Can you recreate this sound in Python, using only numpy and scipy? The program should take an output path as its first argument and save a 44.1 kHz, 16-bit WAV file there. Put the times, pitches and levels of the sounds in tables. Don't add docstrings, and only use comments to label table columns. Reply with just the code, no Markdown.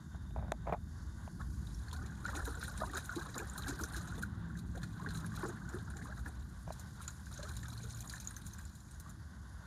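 import sys
import numpy as np
from scipy import signal
from scipy.fft import rfft, irfft
from scipy.io import wavfile
from scipy.ndimage import uniform_filter1d

SR = 44100
rng = np.random.default_rng(int(sys.argv[2]) if len(sys.argv) > 2 else 0)


def waveform_to_disk(signal):
    frames = np.transpose(np.atleast_2d(signal))
    scaled = np.clip(frames, -1, 1) * 32767
    samples = np.round(scaled).astype(np.int16)
    wavfile.write(sys.argv[1], SR, samples)


N = 426006

# frequency in Hz, level in dB per Hz.
GRIT_COLOUR = [(200, -45), (420, -3.5), (650, 10), (950, 1), (1500, -7.5), (2500, -18), (2900, -29.5),
               (8000, -43)]
# frequency in Hz, level in dB per Hz.
SPRAY_COLOUR = [(1180, -44), (2000, -14), (2440, -7.5), (2660, -14), (3050, -13), (4010, 2), (4450, -6.5),
                (5520, -7), (6170, -3), (6960, 1), (7850, -9), (9090, -2.5), (11900, -11.5), (13600, -11.5),
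                (15600, -31)]


def gain_of(db):
    return 10 ** (np.asarray(db) / 20)


def unit_rms(x):
    return x / np.sqrt(np.mean(x ** 2) + 1e-20)


def fader(rows, column):
    rows = np.array(rows)
    return gain_of(np.interp(np.arange(N) / SR, rows[:, 0], rows[:, column], -120, -120))


def add(mix, start_s, sound):
    part = mix[round(start_s * SR):][:len(sound)]
    part += sound[:len(part)]


def coloured(x, colour):
    hz, db = np.transpose(colour)
    bins_hz = abs(np.fft.fftfreq(8192, 1 / SR))
    log_gain = np.log(gain_of(np.interp(np.log(bins_hz + 1), np.log(hz + 1), db)))
    taps = np.fft.ifft(np.exp(np.conj(signal.hilbert(log_gain)))).real[:4096]
    return signal.oaconvolve(x, taps / np.linalg.norm(taps))[:len(x)]


def drift(seconds):
    size = round(seconds * SR)
    return unit_rms(uniform_filter1d(uniform_filter1d(rng.standard_normal(N), size), size))


def traffic():
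    # time in seconds, deep rumble in dB, upper rumble in dB.
    levels = [(0, -48, -50), (.4, -43.5, -49.5), (1, -47, -50), (1.6, -44.5, -47.5), (1.9, -46, -51),
              (2.1, -47, -43.5), (2.4, -45.5, -52), (3, -48, -51), (3.8, -48.5, -49), (4.1, -48, -45),
              (4.5, -49, -47.5), (5.1, -48, -45), (5.7, -51, -46.5), (6.2, -47.5, -50), (6.8, -50, -52.5),
              (7.8, -48.5, -52.5), (8.4, -52.5, -54), (9.66, -50.5, -55.5)]
    # frequency in Hz, level in dB per Hz.
    deep_colour = [(18, -39), (30, -6), (40, -4.5), (52, 18), (63, 17.5), (80, 16), (100, 2.5),
                   (130, -53.5)]
    upper_colour = [(70, -23), (100, 1.5), (150, -3), (210, -5), (260, -14), (330, -17), (450, -33.5),
                    (600, -66)]
    deep = gain_of(1.45 * drift(0.11)) * coloured(rng.standard_normal(N), deep_colour)
    upper = gain_of(1.27 * drift(0.031)) * coloured(rng.standard_normal(N), upper_colour)
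    return fader(levels, 1) * deep + fader(levels, 2) * upper


def flickering_treble(alone_db, alone_s, shared_db, shared_s):
    together_db = shared_db * drift(shared_s)
    edges_hz = np.geomspace(1500, 16500, 8)
    out = np.zeros(N)
    for lo, hi in zip(edges_hz, edges_hz[1:]):
        bandpass = signal.butter(2, [lo, hi], "band", fs=SR, output="sos")
        band = signal.sosfilt(bandpass, rng.standard_normal(N))
        out += gain_of(alone_db * drift(alone_s) + together_db) * band
    return unit_rms(out)


def hiss():
    # time in seconds, low hiss in dB, high hiss in dB.
    levels = [(0, -65, -71.5), (.46, -65.5, -76), (1.2, -64.5, -68), (1.72, -63.5, -67), (2.2, -62.5, -72),
              (3, -59.5, -70), (4, -60.5, -75), (4.5, -62.5, -76), (5.4, -61, -69.5), (6.4, -63, -72),
              (7.3, -64, -66), (8.1, -64, -76), (8.85, -65.5, -70.5), (9.66, -62.5, -70.5)]
    # frequency in Hz, level in dB per Hz.
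    low_colour = [(240, -26.5), (400, -7), (664, -5), (800, -2.5), (1130, 2), (1270, -4.5), (1500, 5),
                  (1940, -7), (2400, -24.5), (3000, -18), (3700, -11), (4500, -20.5), (9000, -63)]
    high_colour = [(2500, -34.5), (4500, 4), (5600, 1.5), (6900, 6.5), (8100, -5.5), (9800, 1.5),
                   (12000, -4), (13000, -8), (13800, -33), (16000, -58)]
    low = gain_of(2.11 * drift(0.056)) * coloured(rng.standard_normal(N), low_colour)
    treble = flickering_treble(alone_db=1.5, alone_s=0.14, shared_db=1.1, shared_s=0.0063)
    return fader(levels, 1) * low + fader(levels, 2) * unit_rms(coloured(treble, high_colour))


def whistle(hz=3660):
    # time in seconds, level in dB.
    levels = [(0, -80), (.3, -75.5), (.55, -79), (1.2, -85)]
    narrow = signal.butter(2, [hz - 90, hz + 90], "band", fs=SR, output="sos")
    return fader(levels, 1) * unit_rms(signal.sosfilt(narrow, rng.standard_normal(N)))


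def knocks():
    # start in seconds, ring peak in dB, tick level in dB, thump level in dB.
    blows = [(0.146, -51.5, -63, -55), (0.307, -58, -61, -60), (0.361, -38.5, -63, -46),
             (0.386, -47, -69, -44), (0.425, -45, -67, -59), (0.446, -50, -72, -55), (0.481, -49, -63, -56),
             (0.519, -29, -29, -53), (0.664, -60, -71, -57), (0.674, -37.5, -65, -52),
             (0.695, -34, -54, -54), (0.724, -27, -50, -32), (0.737, -34, -68, -52), (0.744, -35, -67, -49),
             (1.276, -44.5, -60, -54), (6.676, -42.5, -60, -41), (6.704, -36.5, -60, -54)]
    # pitch in Hz, relative level in dB, t60 in seconds.
    modes = [(640, 0, 0.018), (855, -5, 0.023), (956, -3.5, 0.018), (432, 1, 0.012), (1500, -35, 0.011),
             (2410, -17.5, 0.011)]
    # frequency in Hz, level in dB per Hz.
    tick_colour = [(500, -6), (1200, 5), (2000, 0), (3300, 4), (5000, -19), (7000, -4), (9000, -18),
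                   (12000, -13), (16000, -47)]
    body, ticks, clicks = np.zeros((3, N))
    t = np.arange(4000) / SR
    for start, db, tick_db, thump_db in blows:
        noise = rng.standard_normal(len(t))
        shares_db = 2 * noise[:len(modes)]
        ring = sum(gain_of(mode_db + share_db - 60 * t / t60) * np.sin(2 * np.pi * hz * t)
                   for (hz, mode_db, t60), share_db in zip(modes, shares_db))
        ring *= (1 - np.exp(-t / 0.00091)) ** 2
        add(body, start, gain_of(db) * ring / abs(ring).max())
        add(body, start, gain_of(thump_db - 0.5) * ping(170, t60=0.081, rise=0))
        add(ticks, start + 0.000945, gain_of(tick_db + 1.5 - 60 * t / 0.0054) * np.sign(noise))
        add(clicks, start + 0.000917, gain_of(db + 2.0 - 60 * t / 0.00088))
    return body + coloured(ticks, tick_colour) + coloured(clicks, GRIT_COLOUR)


def scrapes():
    # time in seconds, level in dB.
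    rubs = [
        [(.35, -78), (.365, -49), (.4, -56), (.45, -58), (.5, -64), (.55, -63)],
        [(.645, -83), (.67, -45), (.7, -42), (.715, -53), (.73, -31), (.755, -55), (.78, -66)],
        [(6.665, -74), (6.685, -54), (6.71, -66), (6.74, -70)],
    ]
    slips = gain_of(3.5 * drift(0.0017)) * rng.standard_normal(N)
    return sum(fader(rub, 1) for rub in rubs) * unit_rms(coloured(slips, GRIT_COLOUR))


def ping(hz, t60, rise, attack=0.0067):
    t = np.arange(round(t60 * SR) + 20) / SR
    envelope = (1 - np.exp(-t / (attack * t60))) ** 2 * gain_of(-60 * t / t60)
    return envelope / envelope.max() * np.sin(2 * np.pi * hz * (t + rise * t ** 2 / t60))


def swarm(lo_hz, hi_hz, cycles, per_s, spread_db, clump, pitches=30):
    out = np.zeros(N)
    rate = per_s * np.exp(clump * drift(0.008) - clump ** 2 / 2)
    strength = gain_of(spread_db * np.minimum(rng.exponential(1, N), 4))
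    births = strength * (rng.random(N) < rate / SR)
    pitch_index = rng.integers(0, pitches, N)
    for k, hz in enumerate(np.geomspace(lo_hz, hi_hz, pitches)):
        grain = ping(hz, cycles / hz, rise=0.11, attack=0.13)
        out += signal.oaconvolve(births * (pitch_index == k), grain / np.linalg.norm(grain))[:N]
    return unit_rms(out)


def surges(swell_s=0.015, ebb_t60_s=0.097):
    # crest time in seconds, hold in seconds, then slap, gurgle and spray levels in dB.
    pushes = [(1.406, 0.0087, -80, -47, -62.5), (1.928, 0.04, -64, -59, -67), (2.248, 0.029, -61, -51, -64),
              (2.284, 0.04, -65, -49, -58), (2.35, 0.046, -50, -48.5, -52), (2.47, 0.035, -52, -51.5, -56),
              (2.562, .03, -55, -51, -73), (2.619, 0.039, -65, -58, -55), (2.689, 0.014, -65, -48, -57.5),
              (2.756, 0.037, -81, -73, -60), (2.807, 0.099, -55, -46, -60),
              (2.943, 0.039, -54, -44.5, -52.5), (3.042, 0.016, -67, -79, -60.5),
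              (3.115, 0.048, -70, -50, -61), (3.172, 0.066, -62, -49.5, -57),
              (3.262, 0.031, -56.5, -53, -60), (3.355, 0.063, -46, -49, -59.5),
              (3.427, 0.016, -63, -67, -59), (3.561, 0.017, -59, -50.5, -59), (3.588, 0.016, -58, -54, -59),
              (3.67, 0.032, -51, -50, -55), (3.802, 0.042, -49, -49, -56), (3.943, 0.079, -70, -57, -57),
              (4.08, 0.036, -77, -53, -61), (4.151, 0.041, -55, -57, -62.5), (4.225, 0.014, -51, -49, -54),
              (4.577, 0.018, -80, -76, -62), (4.76, 0.015, -45, -72.5, -74), (4.825, .03, -68, -57, -71),
              (5.028, 0.06, -54.5, -58, -84), (5.149, 0.052, -66, -56, -58),
              (5.345, 0.039, -75, -62, -60.5), (5.39, 0.049, -71, -50, -58),
              (5.44, 0.062, -52, -51.5, -57.5), (5.733, 0.036, -56, -59, -60), (5.963, 0.12, -59, -70, -67),
              (6.097, 0.034, -68, -52.5, -67.5), (6.169, 0.031, -70, -59, -62),
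              (6.261, 0.032, -55.5, -59, -60.5), (6.7, 0.079, -84, -68, -67), (7.007, .05, -81, -76, -60.5),
              (7.09, 0.041, -87, -63, -69), (7.32, 0.048, -82, -59, -59), (7.39, 0.11, -61.5, -58, -66),
              (7.73, 0.023, -68, -56.5, -80), (8.03, 0.036, -70, -61, -65), (8.105, 0.074, -77, -59, -59),
              (8.984, 0.016, -74, -72, -82), (9.08, .03, -67, -65, -70.5)]
    powers, t = np.zeros((3, N)), np.arange(SR // 2) / SR
    swell = np.minimum(t / swell_s, 1)
    for crest, hold, *levels_db in pushes:
        ebb_db = 60 * np.maximum(t - swell_s - hold, 0) / ebb_t60_s
        for power, db in zip(powers, levels_db):
            add(power, crest - swell_s, (swell * gain_of(db - ebb_db)) ** 2)
    return np.sqrt(powers)


def stirring():
    # time in seconds, gurgle in dB, spray in dB.
    churn = [(1.5, -66, -73), (1.8, -83, -69), (2.0, -52, -67), (2.2, -68, -70.5), (2.4, -52.5, -59.5),
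             (2.75, -59, -61.5), (3.0, -61, -62), (3.5, -60, -63.5), (3.9, -55, -59.5), (4.15, -59.5, -69),
             (4.3, -68, -78), (4.7, -68.5, -73), (5.25, -58.5, -64), (5.6, -61.5, -74), (6.05, -58.5, -70),
             (6.4, -71, -71), (7.2, -89, -69), (7.5, -62, -60.5), (8.1, -61, -59.5), (8.6, -73, -65),
             (8.9, -86, -74), (9.3, -91, -85)]
    # frequency in Hz, level in dB per Hz.
    slap_colour = [(180, -27), (280, 0.5), (345, -6), (450, -2), (620, -21.5), (800, -3), (1200, -57.5)]
    gurgle_colour = [(150, -48), (250, -5), (345, 11), (518, -11), (671, -8), (871, -7.5), (966, -3),
                     (1560, 6), (2020, -13.5), (2440, -56), (3000, -29), (3900, -71), (6600, -120)]
    slaps = swarm(224.6, 910, cycles=22, per_s=250, spread_db=3, clump=0.65, pitches=16)
    gurgle = swarm(506.2, 2814, cycles=41, per_s=500, spread_db=2.5, clump=0.82)
    drops = swarm(2170, 19400, cycles=21, per_s=900, spread_db=4, clump=1.1)
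    wet_noise = flickering_treble(alone_db=4.5, alone_s=0.011, shared_db=2.5, shared_s=0.0065)
    spray = 0.51 * drops + 0.81 * wet_noise
    slap_surge, gurgle_surge, spray_surge = surges()
    gurgle_bed, spray_bed = fader(churn, 1), fader(churn, 2)
    slap_bed = gain_of(-10) * gurgle_bed
    return (np.hypot(slap_surge, slap_bed) * unit_rms(coloured(slaps, slap_colour))
            + np.hypot(gurgle_surge, gurgle_bed) * unit_rms(coloured(gurgle, gurgle_colour))
            + np.hypot(spray_surge, spray_bed) * unit_rms(coloured(spray, SPRAY_COLOUR)))


def bubbles(rise=0.1):
    # start in seconds, level in dB, pitch in Hz.
    glugs = [(1.405, -45, 1220), (1.8827, -48.5, 1630), (1.927, -45, 970), (2.033, -49, 352),
             (2.253, -31.5, 1395), (2.2932, -39, 1300), (2.3313, -37.5, 1180), (2.368, -45, 343),
             (2.3913, -41, 1290), (2.474, -43, 1180), (2.476, -41, 435), (2.6279, -33, 1470),
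             (2.6793, -39.5, 1430), (2.814, -36.5, 1187), (2.818, -33, 640), (2.8345, -34.5, 977),
             (2.9327, -42, 1310), (2.9554, -34, 1466), (2.9794, -34.5, 1590), (3.032, -60, 1510),
             (3.0932, -34, 1420), (3.164, -33, 327), (3.1806, -44, 1150), (3.26, -43.5, 1150),
             (3.3423, -46, 1710), (3.361, -46.5, 350), (3.3614, -41, 1160), (3.3826, -46, 1400),
             (3.391, -43.5, 2350), (3.4205, -43, 1300), (3.582, -40, 1260), (3.6444, -39, 1510),
             (3.677, -39, 1380), (3.679, -44, 321), (3.709, -37.5, 1510), (3.724, -41.5, 361),
             (3.808, -39.5, 316), (3.9454, -37, 1600), (3.968, -45, 327), (4.0444, -48, 1360),
             (4.123, -41, 1420), (4.2353, -44, 1370), (4.553, -48.5, 1610), (4.7526, -44.5, 1500),
             (4.753, -51, 287), (4.831, -43, 1660), (4.997, -44.5, 1010), (5.0464, -45, 1100),
             (5.062, -34.5, 1552), (5.1065, -42, 1540), (5.1505, -42.5, 1510), (5.176, -53, 290),
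             (5.2446, -42, 1560), (5.319, -45, 1520), (5.375, -40, 1300), (5.4306, -37, 1070),
             (5.432, -34, 352), (5.487, -37.5, 335), (5.5717, -48, 1630), (5.736, -40, 1540),
             (5.743, -36.5, 347), (5.9376, -44.5, 1480), (5.9663, -48, 1610), (6.0149, -42.5, 1650),
             (6.056, -42, 1140), (6.26, -50, 268), (6.2616, -38, 1640), (7.005, -43.5, 1300),
             (7.0802, -43.5, 1340), (7.268, -47.5, 1500), (7.391, -46, 564), (7.43, -47, 580),
             (7.6316, -46, 1710), (7.654, -45.5, 1550), (7.839, -51.5, 430), (8.051, -49, 1150),
             (8.1371, -38, 1660), (8.166, -47, 1720), (8.3096, -48, 1580), (8.3678, -47.5, 1560),
             (8.5886, -46, 1550), (9.0616, -46.5, 1120)]
    out = np.zeros(N)
    for start, db, hz in glugs:
        t60 = 0.035 * (1000 / hz) ** 0.75
        add(out, start, gain_of(db) * ping(hz, t60, rise, attack=0.019))
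        for lag, detune in rng.random((2, 2)):
            torn_off = ping(hz * (0.77 + 0.43 * detune), 0.73 * t60, rise, attack=0.097)
            add(out, start + 0.016 * lag, gain_of(db - 12.5) * torn_off)
    return out * gain_of(1.36 * drift(0.0025))


def splashes(trim_db=-11.5):
    # start in seconds, level before the trim in dB, ring pitch in Hz,
    # ring over spatter in dB, spatter t60 in seconds, tilt in dB per octave.
    landings = [(1.6696, -49, 3780, 9.5, 0.045, 0.1), (1.7455, -51.5, 5500, 12.5, 0.037, 0.1),
                (1.8827, -49, 4300, 10, 0.051, -4), (1.9134, -47, 3640, 13, 0.045, -7),
                (1.9295, -33.5, 4340, 1, 0.041, 2), (1.963, -45, 4400, 8, 0.045, -2),
                (2.0604, -39, 7200, -3, 0.045, -6), (2.2484, -45, 4050, 5, 0.049, -11),
                (2.2615, -38, 7060, 4, 0.05, -11), (2.2986, -39, 7000, -2, 0.055, -5),
                (2.352, -33.5, 3750, -4, 0.072, -10), (2.4534, -32.5, 3950, -2.5, 0.051, 6),
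                (2.5088, -45, 9000, 8, 0.045, 0.1), (2.5526, -48.5, 7140, 12.5, 0.045, 6),
                (2.5956, -45, 9750, 8, 0.045, 5), (2.611, -41, 3610, -7, 0.045, 3),
                (2.636, -34.5, 8500, 4.5, 0.045, 6), (2.6797, -37, 9600, 2, 0.045, 6),
                (2.7762, -35.5, 9100, 5.5, 0.051, -5), (2.8031, -42, 3800, 5, 0.045, 0.1),
                (2.9344, -39.5, 3700, 7.5, 0.041, 2), (2.968, -29.5, 6650, -4, 0.067, 2),
                (2.9722, -29, 3960, 3, 0.069, 0.1), (3.057, -40, 7100, -1, 0.045, 14),
                (3.1584, -32.5, 3900, 0, 0.045, -3), (3.3438, -43.5, 3900, 11.5, 0.036, 0.1),
                (3.3793, -28, 6930, 1, 0.045, 3.5), (3.4726, -50, 9060, 12, 0.038, 0.1),
                (3.498, -43, 6880, 10.5, 0.04, 6), (3.5339, -43, 8500, 7, 0.045, 3),
                (3.5783, -30, 3970, -1.5, 0.05, 8), (3.6213, -38, 4030, 5, 0.045, 0.1),
                (3.6337, -40, 3740, 8, 0.032, -4), (3.6616, -51, 6960, -10, 0.045, -3),
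                (3.6814, -25.5, 7050, -16, 0.072, -1), (3.7904, -47, 8940, 5, 0.045, 0.1),
                (3.8104, -34.5, 6940, -4, 0.062, 6), (3.8358, -30, 6280, 7, 0.039, 7),
                (3.935, -41, 4080, 3, 0.045, 0.1), (3.964, -28, 3930, -10, 0.062, -1),
                (4.0742, -39, 6930, -1, 0.049, 0.1), (4.179, -41, 3550, 1, 0.039, 5),
                (4.2249, -33, 3810, -11, 0.036, 8), (4.5721, -52, 6300, 8, 0.045, 0.1),
                (4.59, -41.5, 4000, 1, 0.045, 4), (4.7751, -44, 3750, 4.5, 0.045, 4),
                (4.8185, -44, 3640, -6, 0.045, 0.1), (4.832, -33.5, 3630, -1, 0.045, -5),
                (5.0877, -38, 4100, 1, 0.045, -6), (5.1056, -35.5, 4140, -4, 0.045, -3),
                (5.1467, -39.5, 3920, 5.5, 0.051, -3), (5.173, -33.5, 4050, -1.5, 0.042, 2),
                (5.263, -36.5, 10760, 4, 0.039, -4), (5.6905, -40.5, 6860, 3, 0.056, -2),
                (5.7863, -44.5, 3520, 4, 0.045, -4), (5.9016, -42.5, 9230, 3, 0.064, -5),
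                (5.969, -38, 7260, 2.5, 0.038, -5), (6.7236, -38.5, 7250, -4, 0.061, 4),
                (6.795, -38, 6880, 3, 0.07, 3), (7.016, -39.5, 3730, -4, 0.06, 2),
                (7.0784, -27.5, 6820, 5.5, 0.032, -5), (7.1048, -43.5, 6760, 8, 0.045, 2),
                (7.258, -43, 6950, 0, 0.054, 0.1), (7.3398, -46, 6800, 9, 0.041, 3),
                (7.3763, -42, 6500, 9, 0.04, -11), (7.4287, -32, 4250, -2, 0.041, -5),
                (7.4924, -40, 4030, -4, 0.049, 4), (7.5668, -31.5, 7130, -5, 0.036, 3),
                (7.6293, -40, 7000, 3, 0.051, -6), (7.657, -45, 3660, 6, 0.041, -6),
                (7.683, -37.5, 6440, 0, 0.04, 5), (7.7758, -40.5, 4140, 6, 0.045, 0.1),
                (7.8313, -41, 6800, 7.5, 0.051, -4), (7.9057, -40, 6180, 3.5, 0.045, -10),
                (7.9334, -55, 6760, -1, 0.045, 0.1), (7.9476, -44, 6700, 9, 0.045, 7),
                (7.9709, -41, 6750, 3, 0.052, -3), (8.006, -39, 6860, 6, 0.051, 12),
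                (8.0746, -44, 6740, 11, 0.042, 7), (8.0968, -30.5, 4240, 1.5, 0.031, 2),
                (8.128, -37, 6400, 0, 0.054, 3), (8.2003, -34.5, 6260, -1, 0.068, 2),
                (8.273, -40, 6650, 17.5, 0.029, 11), (8.3076, -41.5, 9300, 6.5, 0.04, 2),
                (8.365, -42, 6150, 12.5, 0.076, 10), (8.465, -38, 6770, 3.5, 0.089, 6),
                (8.5346, -44, 6300, 10, 0.036, 13), (8.584, -42, 7100, 1, 0.057, 5),
                (8.652, -40.5, 7060, 3, 0.035, 0.1), (8.7531, -41.5, 6710, -4, 0.041, 3),
                (8.804, -47, 7180, 3, 0.045, 0.1), (8.9106, -41.5, 8700, 2, 0.035, 3),
                (8.9461, -52, 6700, 9, 0.038, 2), (8.999, -38.5, 6230, -5, 0.049, 8),
                (9.0945, -45, 7160, 5, 0.045, 11)]
    bursts, rings = np.zeros((2, N))
    t = np.arange(4096) / SR
    octaves = np.log2((np.fft.rfftfreq(len(t), 1 / SR) + 1500) / 7500)
    snap = gain_of(-3.5 - 60 * t / 0.0079)
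    for start, db, hz, ring_db, t60, tilt_db in landings:
        noise = rng.standard_normal(len(t))
        tilted = irfft(rfft(noise) * gain_of(tilt_db * octaves))
        spatter = gain_of(-60 * t / t60) * (1 - np.exp(-t / 0.0038))
        add(bursts, start, gain_of(db + trim_db) * (snap + spatter) * tilted)
        drop_db = db + trim_db + ring_db
        add(rings, start, gain_of(drop_db) * ping(hz, t60=0.013, rise=0.018, attack=0.034))
        lag, detune = noise[:2]
        second_drop = ping(hz * (1 + 0.068 * detune), t60=0.0072, rise=0.051)
        add(rings, start + 0.003 * abs(lag), gain_of(drop_db + 1) * second_drop)
    return coloured(bursts, SPRAY_COLOUR) + rings


def bucket(x, t60=0.11, wet_db=-9):
    t = np.arange(3000) / SR
    tail = rng.standard_normal(len(t)) * gain_of(-60 * t / t60) * (t > 0.0015)
    return x + gain_of(wet_db) * signal.oaconvolve(x, tail / np.linalg.norm(tail))[:N]


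def engine():
    # time in seconds, pitch in Hz, level in dB.
    notes = [
        [(4.3, 165, -60), (4.45, 165, -46), (4.65, 175, -51), (4.95, 172, -53), (5.1, 165, -47),
         (5.35, 164, -49), (5.45, 163, -62)],
        [(7.3, 114, -62), (7.45, 115, -54), (7.65, 115, -50), (7.95, 117, -50), (8.2, 115, -62)],
    ]
    out = np.zeros(N)
    for note in notes:
        times, hz, _ = np.transpose(note)
        pitch = np.interp(np.arange(N) / SR, times, hz) * (1 + 0.00906 * drift(0.034))
        level = uniform_filter1d(fader(note, 2), 2000) * gain_of(0.72 * drift(0.037))
        out += np.sqrt(2) * level * np.sin(2 * np.pi * np.cumsum(pitch) / SR)
    return out


def scene():
    water = stirring() + bucket(bubbles() + splashes())
    background = traffic() + engine() + hiss() + whistle()
    return (water + background + knocks() + scrapes())[None]


def record(dry, cutoff_hz=15790):
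    lowpass = signal.firwin(511, cutoff_hz, window=("kaiser", 9), fs=SR)
    return signal.oaconvolve(dry, lowpass[None], "same")


dry = scene()
out = record(dry)
waveform_to_disk(out)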